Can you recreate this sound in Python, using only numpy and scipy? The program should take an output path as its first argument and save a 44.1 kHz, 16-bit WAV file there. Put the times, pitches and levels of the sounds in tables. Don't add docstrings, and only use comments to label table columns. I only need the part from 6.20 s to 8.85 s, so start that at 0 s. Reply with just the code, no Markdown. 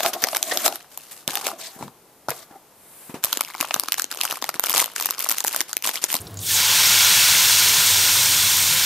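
import sys
import numpy as np
from scipy import signal
from scipy.fft import rfft, irfft
from scipy.io import wavfile
from scipy.ndimage import uniform_filter1d

SR = 44100
rng = np.random.default_rng(int(sys.argv[2]) if len(sys.argv) > 2 else 0)


def wav_record(signal):
    frames = np.transpose(np.atleast_2d(signal))
    bounded = np.clip(frames, -1, 1)
    quanta = np.round(bounded * 32767).astype(np.int16)
    wavfile.write(sys.argv[1], SR, quanta)


N = 116865


def undb(db):
    return 10 ** (np.asarray(db) / 20)


def unit(x):
    return x / np.sqrt(np.mean(x ** 2))


def curve(table, column):
    rows = np.array(table)
    return np.interp(np.arange(N) / SR, rows[:, 0], rows[:, column])


def ring(x, hz, width_hz):
    b, a = signal.iirpeak(hz, hz / width_hz, fs=SR)
    return signal.lfilter(b, a, x)


def colour(x, points):
    size, rows = 8192, np.array(points)
    bin_hz = np.arange(1, size // 2 + 2) * SR / size
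    gain_db = np.interp(np.log(bin_hz), np.log(rows[:, 0]), rows[:, 1])
    cepstrum = irfft(np.log(undb(gain_db)))
    cepstrum[1:size // 2] *= 2
    cepstrum[size // 2 + 1:] = 0
    response = irfft(np.exp(rfft(cepstrum)))
    return signal.fftconvolve(x, response)[:N]


def walk(rate):
    k = int(SR / rate)
    smooth = uniform_filter1d(rng.standard_normal(N), k)
    return unit(uniform_filter1d(smooth, k))


# time in seconds, RMS level in dB.
HUM_LEVEL = [(0.0, -45), (0.1, -49), (0.2, -31.5), (0.255, -46), (0.3, -34), (0.35, -35), (0.4, -44),
             (0.6, -48), (0.69, -45), (0.74, -45), (0.8, -45.5), (1.0, -43), (1.22, -45.5), (1.29, -43),
             (1.37, -46), (1.41, -38), (1.57, -50), (1.82, -39), (1.88, -45), (1.93, -41), (2.06, -46),
             (2.2, -44), (2.25, -43), (2.3, -40.5), (2.55, -42), (2.65, -53)]
HUM_HZ, HUM_FILTER_WIDTH_HZ = 98, 26
HUM_ROUGHNESS = .5


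def fan_hum():
    tone = np.sqrt(2) * np.sin(2 * np.pi * HUM_HZ * np.arange(N) / SR)
    noise = ring(rng.standard_normal(N), HUM_HZ, HUM_FILTER_WIDTH_HZ)
    blur = unit(ring(noise, HUM_HZ, HUM_FILTER_WIDTH_HZ))
    return unit(tone + HUM_ROUGHNESS * blur) * undb(curve(HUM_LEVEL, column=1))


# frequency in Hz, relative gain in dB.
AIR_COLOUR = [(25, -55), (50, -13), (75, -6), (120, 0), (135, -6.5), (160, 1), (190, -0.5), (230, -11.5),
              (310, -5), (420, -9.5), (600, -12.5), (730, -10.5), (850, -14.5), (1100, -14.5),
              (1800, -21.5)]
AIR_DB, AIR_SWAY_DB, AIR_SWAY_PER_S = -42, .4, 8


def fan_rumble():
    noise = rng.standard_normal(N)
    air = unit(colour(noise, AIR_COLOUR + [(6000, -47)]))
    return air * undb(AIR_DB + AIR_SWAY_DB * walk(AIR_SWAY_PER_S))


# frequency in Hz, relative gain in dB.
HISS_COLOUR = [(1500, -12), (3000, 4.5), (7000, 0.5), (10500, -3), (12500, 1), (15600, -9)]
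HISS_DB, HISS_PER_S = -49, 9000


def treble_hiss():
    ticks = (rng.random(N) < HISS_PER_S / SR) * rng.standard_normal(N)
    return unit(colour(ticks, HISS_COLOUR)) * undb(HISS_DB)


# start in seconds, peak level in dB, pitch in Hz, width in Hz of each
# of two filters, time in seconds for the driving noise to fall 60 dB.
DROPS = [(0.0034, -25, 12300, 6000, 0.022), (0.0094, -25, 7600, 4030, 0.027),
         (0.015, -25, 10000, 4000, .03), (0.0324, -37, 12500, 2500, .015), (0.049, -35, 13500, 5000, .015),
         (0.0578, -32, 13000, 9000, .01), (0.0692, -28.5, 3940, 1300, 0.035), (0.0692, -35, 5530, 700, .05),
         (0.0744, -30.5, 9400, 4000, 0.021), (0.0824, -36, 12000, 5000, .02),
         (0.1082, -33, 13500, 6000, .005), (0.1164, -34, 13000, 6900, .004),
         (0.1424, -26, 12000, 12000, .005), (0.1713, -26, 6900, 810, 0.037), (0.1713, -32, 4560, 1500, .05),
         (0.172, -29, 13000, 5000, .008), (0.19, -21, 6540, 3000, 0.027), (0.191, -33, 3800, 1500, .03),
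         (0.2024, -27, 10000, 2000, .03), (0.215, -34, 3440, 400, .2), (0.215, -27, 5970, 1200, 0.066),
         (0.2324, -26.5, 3100, 1200, 0.032), (0.245, -38, 3500, 600, .1), (0.265, -19, 8300, 2500, 0.043),
         (0.2934, -14.5, 4500, 3500, .02), (0.304, -29, 1760, 120, .1), (0.342, -10, 6860, 1500, .1)]
CLICK = 1.26


def spits():
    t = np.arange(4096) / SR
    out = np.zeros(N + len(t))
    for start_s, db, hz, width_hz, t60 in DROPS:
        noise = rng.standard_normal(len(t)) * undb(-60 * t / t60)
        click = (t == 0) * CLICK * np.sqrt(SR / 2 / width_hz)
        puff = ring(ring(noise + click, hz, width_hz), hz, width_hz)
        first = int(start_s * SR)
        out[first:first + len(t)] += undb(db) * puff / np.abs(puff).max()
    return out[:N]


# time in seconds, level in dB of large, medium,
# small and finest bubbles.
SIZZLE_LEVEL = [(0.17, -62, -62, -56, -52), (0.2, -68, -61, -44, -41), (0.23, -61, -55, -44, -31),
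                (0.27, -58, -42.5, -28.5, -26.5), (0.31, -48, -30, -22.5, -21.5),
                (0.35, -38, -32, -22, -20.5), (0.4, -36, -26, -20, -21.5), (0.5, -32.5, -25.5, -19.5, -21),
                (0.62, -34, -25, -18, -19.5), (0.75, -32, -23.5, -17, -19), (0.9, -33.5, -23, -16.5, -18.5),
                (1.1, -34, -24, -17.5, -18.5), (1.35, -33.5, -25, -17.5, -19), (1.6, -34, -26, -18.5, -19),
                (1.9, -35, -27, -19, -19.5), (2.2, -37, -28, -20, -20), (2.45, -36.5, -28.5, -20.5, -20),
                (2.65, -39, -27, -20.5, -21.5)]
# lowest and highest pitch in Hz, bursts per second at
# each pitch once dense, size scatter in dB, width of the first filter as a share of the pitch.
BUBBLE_SIZES = [(420, 1290, 250, 2, 0.097), (1300, 3130, 450, 2, 0.084), (3000, 7800, 1300, 1.5, 0.13),
                (7630, 17900, 2300, 2, .2)]
# frequency in Hz, relative gain in dB.
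POT_COLOUR = [(240, -44), (400, -16), (614, -15), (720, -12.5), (860, -10), (1020, -3), (1150, -9.5),
              (1410, -4.5), (1820, -4.5), (2260, -2), (2480, -2.5), (2720, 0), (2950, -2.5), (3600, 0),
              (4500, 0.5), (5000, -2), (5300, 1), (6300, -0.5), (7100, -2.5), (7650, -6.5), (8440, -5),
              (9900, -9.5), (10500, -14), (11200, -9.5), (12800, -8), (14700, -11), (15600, -12)]
SEETHE_DB, SEETHE_PER_S = .25, 45
FLICKER_DB, FLICKER_PER_S = .55, 90
SPARSE, DENSE_S = .14, .36
BIGGEST = .996


def steam_bubbles():
    out = 0
    seethe_db = SEETHE_DB * walk(SEETHE_PER_S)
    density = np.interp(np.arange(N) / SR, [SIZZLE_LEVEL[0][0], DENSE_S], [SPARSE, 1])
    for k, (low_hz, high_hz, rate, scatter_db, width) in enumerate(BUBBLE_SIZES):
        group = 0
        for hz in np.geomspace(low_hz, high_hz, num=29)[1::2]:
            when, size, sign = rng.random((3, N))
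            burst = when < density * rate / SR
            strength = undb(-scatter_db * np.log(1 - BIGGEST * size)) * np.sign(sign - .5)
            bursts = burst * strength / np.sqrt(density)
            rung = ring(ring(bursts, hz, width * hz), hz, 2 * width * hz)
            flicker = undb(FLICKER_DB * walk(FLICKER_PER_S))
            group = group + unit(rung) * np.sqrt(hz) * flicker
        level_db = curve(SIZZLE_LEVEL, column=k + 1) + seethe_db
        out = out + unit(colour(group, POT_COLOUR)) * undb(level_db)
    return out


# pitch in Hz, width in Hz, gain in dB relative to the bubbles.
WALL_RINGS = [(870, 49, -6.5), (1003, 29, -27.5), (1450, 78, -5), (1606, 26, -7.5), (1760, 16, -5.5),
              (2185, 28, -5.5), (2320, 18, -1), (2660, 19, -17), (3100, 27, -4.5), (3394, 28, 1),
              (3560, 25, -5), (4020, 37, -7), (5930, 45, -10), (6900, 48, -11)]


def pot_wall(bubbles):
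    return bubbles + sum(undb(db) * ring(bubbles, hz, width_hz) for hz, width_hz, db in WALL_RINGS)


ONSET_S = 0.038


def sizzle():
    since_contact_s = np.arange(N) / SR - SIZZLE_LEVEL[0][0]
    return pot_wall(steam_bubbles()) * np.clip(since_contact_s / ONSET_S, 0, 1)


# start in seconds, level in dB from which the decay starts (before the
# rise), pitch in Hz, time in seconds to fall 60 dB.
LOW_TONES = [(1.14, -34.5, 181, 0.23), (1.451, -40.5, 420, 0.71), (1.572, -30.5, 168, 0.17),
             (1.771, -40, 420, 0.48), (1.981, -36.5, 126, 0.95), (2.09, -34.5, 301, 0.15),
             (2.48, -37.5, 155, 0.79), (2.53, -35, 524, 0.22)]
TONE_RISE_S = 0.016


def low_tones():
    out = 0
    for start_s, db, hz, t60 in LOW_TONES:
        t = np.maximum(np.arange(N) / SR - start_s, 0)
        swell = np.minimum(t / TONE_RISE_S, 1)
        out = out + swell * undb(db - 60 * t / t60) * np.sin(2 * np.pi * hz * t)
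    return out


def scene():
    background = fan_hum() + fan_rumble() + treble_hiss()
    mono = background + spits() + sizzle() + low_tones()
    return np.array([mono, mono])


TOP_HZ = 15730


def record(dry):
    cut = signal.ellip(11, .3, 62, TOP_HZ, fs=SR, output="sos")
    return signal.sosfilt(np.vstack([cut, cut]), dry)


dry = scene()
out = record(dry)
wav_record(out)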